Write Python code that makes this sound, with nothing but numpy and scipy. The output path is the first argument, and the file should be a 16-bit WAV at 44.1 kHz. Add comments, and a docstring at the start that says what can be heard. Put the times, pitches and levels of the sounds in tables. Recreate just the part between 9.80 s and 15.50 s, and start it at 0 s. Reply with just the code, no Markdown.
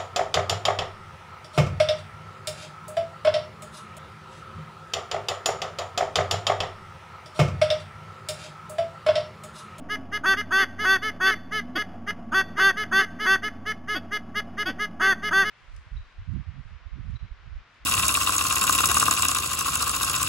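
"""Two sea eagles honk a duet in a forest tree: one quick and higher, one louder and lower with a few squawks.
Each honk is a reedy harmonic stack from the syrinx, arching in pitch and shaped by throat and bill;
a second, lower vibration breaks in at its ends and makes it rasp. The trees return a faint tail
over a low hum, a far drone and a murmur. The nest camera samples at 8 kHz; its spectral images
add a tinny treble."""
import sys
import numpy as np
from scipy import signal
from scipy.fft import rfft, irfft
from scipy.io import wavfile

SR = 44100
rng = np.random.default_rng(int(sys.argv[2]) if len(sys.argv) > 2 else 0)


def generate_wav(signal):
    """Clip the signal to [-1, 1] and save it as 16-bit WAV at the path in sys.argv[1]."""
    frames = np.transpose(np.atleast_2d(signal))
    scaled = np.clip(frames, -1, 1) * 32767
    pcm = np.round(scaled).astype(np.int16)
    wavfile.write(sys.argv[1], SR, pcm)


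N = 251370

# higher eagle: start_s, end_s, level_db, top_hz, rasp_factor
HIGH_HONKS = [(.091, 0.169, -25, 424.3, 1.1), (.319, 0.388, -25, 421, 1.1), (0.562, 0.627, -25, 419, 1.6),
              (.775, 0.856, -25.2, 426.6, 1.4), (0.985, 1.073, -24.5, 427.6, .9),
              (1.219, 1.312, -24, 435, 0.76), (1.456, 1.553, -23, 437.8, 1.2),
              (1.714, 1.815, -23.5, 433.6, .6), (1.966, 2.036, -24, 422.5, 1.2),
              (2.269, 2.322, -25.5, 419.4, 2.7), (2.763, 2.838, -24.7, 421.5, .8),
              (2.963, 3.051, -24.5, 429.7, 1.3), (3.177, 3.261, -24.5, 428, 0.88),
              (3.392, 3.485, -25.2, 429.8, 2), (3.625, 3.698, -24.5, 427.7, 0.92),
              (3.856, 3.935, -25, 432.5, 1), (4.077, 4.162, -23.9, 425.5, 0.62),
              (4.312, 4.386, -24, 423, 0.87), (4.548, 4.615, -23.5, 422, 1),
              (4.774, 4.843, -24, 421.8, 1.2), (4.988, 5.068, -24, 422.7, .6),
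              (5.203, 5.287, -24.5, 427.3, 3.4), (5.424, 5.505, -24.5, 424.5, 1.5),
              (5.635, 5.732, -24.5, 426, 0.85)]
# lower eagle: start_s, end_s, level_db, top_hz, bright_db, scoop_s, rasp_factor
LOW_HONKS = [(0.439, .553, -17, 388.6, -1, .019, 1.3), (.71, 0.849, -17, 390, -1, .013, 0.9),
             (1.042, 1.177, -17, 387.3, -0.5, .01, .8), (1.404, 1.519, -18, 385.6, 0, .005, .9),
             (2.522, 2.626, -17.5, 386.4, 0, .022, 1.5), (2.782, 2.919, -16, 392.6, -0.5, .015, .9),
             (3.117, 3.232, -17, 390.5, -1.2, .008, 1), (3.454, 3.568, -16.5, 387.8, -0.5, .011, 1.2),
             (5.2, 5.341, -17.5, 389.8, -4, .016, 1.6), (5.512, 5.648, -17, 391.4, -3.5, 0.018, 0.88)]
# lower eagle, two-voiced: start_s, end_s, level_db, top_hz
SQUAWKS = [(1.953, 1.986, -24.5, 380.7), (4.143, 4.187, -27, 377), (4.855, 4.915, -25.5, 384.3)]
# throat and bill response per call type: freq_hz, gain_db
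HIGH_THROAT = [(425, -15), (850, -27.5), (1200, -3), (1300, -5.5), (1700, -0.5), (2110, -3), (2520, -28.5),
               (2930, -4.5), (3400, -10.5), (3800, -16), (4000, -27)]
LOW_THROAT = [(380, -17), (770, -18.5), (1110, -8.5), (1170, -8.5), (1490, -2), (1560, 2), (1920, -6),
              (2320, -26.5), (2700, -11.5), (3030, -24.5), (3150, -10), (3470, -4), (3850, -33)]
SQUAWK_THROAT = [(370, -20), (740, -13.5), (1100, -10), (1280, -13.5), (1450, 2), (1560, -1), (1860, -7.5),
                 (2170, -11), (2300, -19.5), (2620, -9.5), (3000, -13.5), (3350, 2), (3800, -28)]
# reflections from trunk and limbs: delay_s, gain_db
LIMB_ECHOES = [(.014, -18), (.027, -20.5), (.078, -41.5)]
# echo of nearby twigs and leaves: freq_hz, t60_s
TWIG_DECAY = [(300, .13), (2000, .18), (3800, 0.17)]
# echo of farther trees: freq_hz, t60_s
TREE_DECAY = [(300, .46), (1200, .9), (2000, 0.67), (3800, 0.73)]
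# steady hum tones: pitch_hz, rms_db, waver_hz, throb_db
HUM_TONES = [(25.9, -61.5, 1.5, -0.5), (93.8, -50.5, 0.83, 1.64), (122.4, -66.5, 1.4, 3.5),
             (176, -53, 2.27, 3), (215.7, -58, 3, 6.5), (1131, -60, 1.7, 1)]
# distant murmur spectrum: freq_hz, relative_db
MURMUR_SPECTRUM = [(20, -6), (70, -11), (140, -11), (200, -2.5), (270, -2), (340, -10), (480, -19),
                   (700, -7), (950, -19), (1300, -18), (2000, -28), (3000, -29), (4000, -41)]

# *_share: fraction of the call's length
HIGH_ARCH = dict(climb_hz=35.4, climb_power=2.32, crest_s=.0342, crest_share=.053, sag_hz_per_s2=12100)
LOW_ARCH = dict(climb_hz=21.02, climb_power=1.55, crest_s=.004, crest_share=.6296, sag_hz_per_s2=16500)
SQUAWK_ARCH = dict(climb_hz=25, climb_power=1.8, crest_s=.004, crest_share=.9, sag_hz_per_s2=9000)
HIGH_EFFORT = dict(attack_db=7, attack_s=.0053, swell_db=6.5, swell_share=.5,
                   release_db=29, release_s=.022)
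LOW_EFFORT = dict(attack_db=7, attack_s=.0035, swell_db=4.5, swell_share=.6,
                  release_db=20, release_s=.02)
SQUAWK_EFFORT = dict(attack_db=17.5, attack_s=.0022, swell_db=5, swell_share=.46,
                     release_db=5, release_s=.018)
HIGH_RASP = dict(onset=.33, clear_s=.011, held=.027, ending=.75, break_s=.015, spread_s=.002)
LOW_RASP = dict(onset=.18, clear_s=.012, held=.031, ending=.94, break_s=.013, spread_s=.0036)
SQUAWK_RASP = dict(onset=.05, clear_s=.01, held=.5, ending=.79, break_s=.026, spread_s=.0089)


def low_eagle():
    """Long, loud honks; short squawks with a strong second vibration."""
    out = np.zeros(N)
    for start_s, end_s, level_db, top_hz, bright_db, scoop_s, rasp_factor in LOW_HONKS:
        controls = call_controls(end_s - start_s, top_hz, LOW_ARCH, LOW_EFFORT, LOW_RASP, rasp_factor)
        add(out, *honk(start_s, level_db, controls, LOW_THROAT, jitter=.01, breath_db=-13, dulling=.61,
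                       sideband_db=-9, undertone_db=-22.5, octave_db=-9.5, second_hz=(320, 260),
                       bright_db=bright_db, scoop_s=scoop_s))
    for start_s, end_s, level_db, top_hz in SQUAWKS:
        controls = call_controls(end_s - start_s, top_hz, SQUAWK_ARCH, SQUAWK_EFFORT, SQUAWK_RASP)
        add(out, *honk(start_s, level_db, controls, SQUAWK_THROAT, jitter=.004, breath_db=-23,
                       dulling=.06, sideband_db=-7.5, undertone_db=-5, octave_db=-7.5,
                       second_hz=(355, 220)))
    return out


def high_eagle():
    """Short, even honks, about four a second."""
    out = np.zeros(N)
    for start_s, end_s, level_db, top_hz, rasp_factor in HIGH_HONKS:
        controls = call_controls(end_s - start_s, top_hz, HIGH_ARCH, HIGH_EFFORT, HIGH_RASP, rasp_factor)
        add(out, *honk(start_s, level_db, controls, HIGH_THROAT, jitter=.007, breath_db=-18, dulling=.3,
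                       sideband_db=-1, undertone_db=-22.5, octave_db=4.5, second_hz=(360, 300),
                       scoop_s=.0062, scoop_depth=.022, scoop_db=-3.5))
    return out


def honk(start_s, level_db, controls, throat, jitter, breath_db, dulling, sideband_db, undertone_db,
         octave_db, second_hz, bright_db=0, scoop_s=None, scoop_depth=.1037, scoop_rise_per_s=4.38,
         scoop_db=-2, flip_s=.0017, throat_follow=.68):
    """Syrinx harmonics, rasp sidebands and breath through the throat. Returns onset_s, sound."""
    t, progress, note_hz, swell_db, edges_db, rasp = controls
    bend = np.ones(len(t))
    if scoop_s is not None:  # starts low and weak, climbs, flips up into the note
        scoop = .5 * (1 - np.tanh((t - scoop_s) / flip_s))
        bend = 1 - scoop * (scoop_depth + scoop_rise_per_s * (scoop_s - t))
        edges_db = edges_db + scoop_db * scoop
    effort_db = swell_db + edges_db
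    pitch_hz = note_hz * bend * (1 + jitter * (.13 + rasp) * wander(260, len(t)))
    rasp_hz = second_hz[0] + (second_hz[1] - second_hz[0]) * np.maximum(progress, 0) ** 2
    rasp_phase = phase_of(rasp_hz)

    k = np.arange(1, 11)[:, None]
    lookup_hz = k * pitch_hz / bend ** throat_follow  # throat tuned lower during the scoop
    drift_db = .25 * k * np.sin(2 * np.pi * (rng.uniform(4, 14, k.shape) * t + rng.random(k.shape)))
    # weak blowing loses upper harmonics first
    dull_db = dulling * (edges_db + .6 * swell_db) * np.maximum(k - 5, 0)
    tilt = gain_of(drift_db + dull_db + bright_db * (k > 5))
    partials = gain_of(lookup(throat, lookup_hz)) * tilt * bill_closing(progress, lookup_hz)
    phases = k * phase_of(pitch_hz) + throat_phase(throat, k * note_hz)
    voice = (partials * np.cos(phases)).sum(0)

    for side in (-1, 1):
        side_gain = gain_of(lookup(throat, lookup_hz + side * rasp_hz))
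        sidebands = np.sqrt(partials * tilt * side_gain) * (k > 1) * np.sin(phases + side * rasp_phase)
        voice += gain_of(sideband_db) * rasp * sidebands.sum(0)
    undertone = np.sin(rasp_phase) + gain_of(octave_db) * np.sin(2 * rasp_phase)
    voice += gain_of(undertone_db - effort_db / 2) * np.sqrt(rasp) * undertone
    voice += gain_of(breath_db) * (.49 + rasp) * noise(throat, len(t))
    harmonic_rms = np.sqrt(np.median((partials ** 2).sum(0)) / 2)
    envelope = gain_of(level_db + effort_db) * signal.windows.tukey(len(t), .05)
    return start_s + t[0], envelope * voice / harmonic_rms


def call_controls(length_s, top_hz, arch, effort, rasp_shape, rasp_factor=1):
    """Curves of one call: t, progress, note_hz, swell_db, edges_db, rasp (0-1)."""
    t = np.arange(-.005, length_s + .004, 1 / SR)  # air flows just before and after the note
    note_hz = top_hz - pitch_drop_hz(t, length_s, **arch)
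    swell_db, edges_db = blowing_db(t, length_s, **effort)
    rasp = np.clip(rasp_factor * rasping(t, length_s, **rasp_shape), 0, 1)
    return t, t / length_s, note_hz, swell_db, edges_db, rasp


def pitch_drop_hz(t, length_s, climb_hz, climb_power, crest_s, crest_share, sag_hz_per_s2):
    """Distance below top pitch: climb to a crest, then a quickening sag."""
    peak_s = crest_s + crest_share * length_s
    climb = climb_hz * np.clip(1 - t / peak_s, 0, 1) ** climb_power
    return climb + sag_hz_per_s2 * np.maximum(t - peak_s, 0) ** 2


def blowing_db(t, length_s, attack_db, attack_s, swell_db, swell_share, release_db, release_s):
    """Level re full effort: gentle swell; quick attack plus steepening release."""
    swell = swell_db * (t / length_s / swell_share - 1) ** 2
    attack = attack_db * 2 / (1 + np.exp(1.15 * t / attack_s))
    release = release_db * np.maximum(1 + (t - length_s) / release_s, 0) ** 2.86
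    return -swell, -attack - release


def rasping(t, length_s, onset, clear_s, held, ending, break_s, spread_s):
    """Strength of the second vibration, which takes hold at low air pressure: onset and ending."""
    clearing = onset * np.exp(-np.maximum(t, 0) / clear_s)
    breaking = ending * .5 * (1 + np.tanh((t - length_s + break_s) / spread_s))
    return held + clearing + breaking


def bill_closing(progress, hz):
    """Gain as the bill shuts: the 1.3 kHz resonance fades first, the 2 kHz one last."""
    shut = np.clip((progress - .7) / .18, 0, 1)
    lift_db = 3.3 * np.exp(-((hz - 2020) / 260) ** 2)
    cut_db = 4.7 * np.exp(-((hz - 1300) / 330) ** 2)
    return gain_of(shut * (lift_db - cut_db))


def throat_phase(throat, hz, size=4096):
    """Minimum phase: the throat rings after each pulse."""
    grid_hz = np.fft.fftfreq(size, 1 / SR)
    phase = -signal.hilbert(np.log(gain_of(lookup(throat, grid_hz)))).imag
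    return np.interp(hz, grid_hz[:size // 2], phase[:size // 2])


def forest_echo(calls, twigs_db=-21, trees_db=-29, highpass_hz=1500, trees_delay_s=.05):
    """Limb reflections, short twig echo, long faint tail from farther trees."""
    near = gain_of(twigs_db) * scatter(TWIG_DECAY)
    for delay_s, gain_db in LIMB_ECHOES:
        add(near, delay_s, gain_of([gain_db]))
    # thin wood reflects only short waves
    response = signal.sosfilt(signal.butter(2, highpass_hz, "high", fs=SR, output="sos"), near)
    add(response, trees_delay_s, gain_of(trees_db) * scatter(TREE_DECAY))
    return signal.fftconvolve(calls, response)[:N]


def scatter(decay, echoes_per_s=2000):
    """Sparse echoes of random sign, decaying per band; unit energy."""
    taps = rng.choice([-1., 1.], SR) * (rng.random(SR) < echoes_per_s / SR)
    hz, t, bands = signal.stft(taps, SR, nperseg=256)
    fade = gain_of(-60 * t / lookup(decay, hz)[:, None])
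    _, tail = signal.istft(bands * fade, SR, nperseg=256)
    return tail / np.linalg.norm(tail)


def hum():
    """Steady tones, mostly low."""
    return sum(wavering_tone(*tone) for tone in HUM_TONES)


def drone(from_hz=266, to_hz=228, settle_s=2.1, start_db=-48, fade_db_per_s=.75):
    """Far-off tone that sinks, settles and fades a little."""
    t = np.arange(N) / SR
    pitch_hz = to_hz + (from_hz - to_hz) * np.exp(-t / settle_s)
    return wavering_tone(pitch_hz, start_db - fade_db_per_s * t, waver_hz=8, throb_db=3.5)


def murmur(level_db=-45, swell_db=1.6):
    """Dull, gently fluctuating wash of the distant surroundings."""
    return gain_of(level_db + swell_db * wander(14, N)) * noise(MURMUR_SPECTRUM, N)


def wavering_tone(pitch_hz, rms_db, waver_hz, throb_db):
    """Sine with random drift in pitch and level."""
    phase = phase_of(pitch_hz + waver_hz * wander(9.34, N))
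    return gain_of(rms_db + throb_db * wander(5.4, N)) * np.sqrt(2) * np.sin(phase)


def noise(spectrum, count):
    """Shaped noise, rms 1."""
    gain = gain_of(lookup(spectrum, np.fft.rfftfreq(count, 1 / SR)))
    shaped = irfft(rfft(rng.standard_normal(count)) * gain, count)
    return shaped / np.sqrt(np.mean(shaped ** 2) + 1e-20)


def wander(rate_hz, count):
    """Smooth random curve up to about rate_hz, rms near 1."""
    position = np.arange(count) * 2 * rate_hz / SR
    knots = rng.standard_normal(2000)
    i = position.astype(int) % (len(knots) - 1)
    fraction = position % 1
    return knots[i] + (knots[i + 1] - knots[i]) * fraction ** 2 * (3 - 2 * fraction)


def lookup(table, hz):
    """Interpolation on a log-frequency axis."""
    freq_hz, values = np.transpose(table)
    return np.interp(np.log(abs(hz) + 1), np.log(freq_hz + 1), values)


def phase_of(hz):
    """Running phase in radians."""
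    return 2 * np.pi * np.cumsum(hz) / SR


def gain_of(db):
    """Decibels to amplitude."""
    return 10 ** (np.asarray(db) / 20)


def add(mix, start_s, sound):
    """Mixes a sound in at start_s."""
    part = mix[round(start_s * SR):][:len(sound)]
    part += sound[:len(part)]


def scene():
    """Eagles, echoes and background at one microphone."""
    eagles = high_eagle() + low_eagle()
    return np.tile(eagles + forest_echo(eagles) + murmur() + hum() + drone(), (2, 1))


def record(dry, camera_hz=8000, lowpass_hz=15150, dc_offset=.0083):
    """Mono camera sampling; linear interpolation mirrors the honks into the treble."""
    count = round(N * camera_hz / SR)
    samples = signal.resample(dry[0] * signal.windows.tukey(N, .001), count)
    fine_grid = np.arange(4 * N) * count / (4 * N)  # 4x oversampled
    imaged = signal.resample(np.interp(fine_grid, np.arange(count), samples), N)
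    lowpass = signal.firwin(511, lowpass_hz, window=("kaiser", 9), fs=SR)
    return np.tile(dc_offset + signal.oaconvolve(imaged, lowpass, "same"), (2, 1))


dry = scene()
out = record(dry)
generate_wav(out)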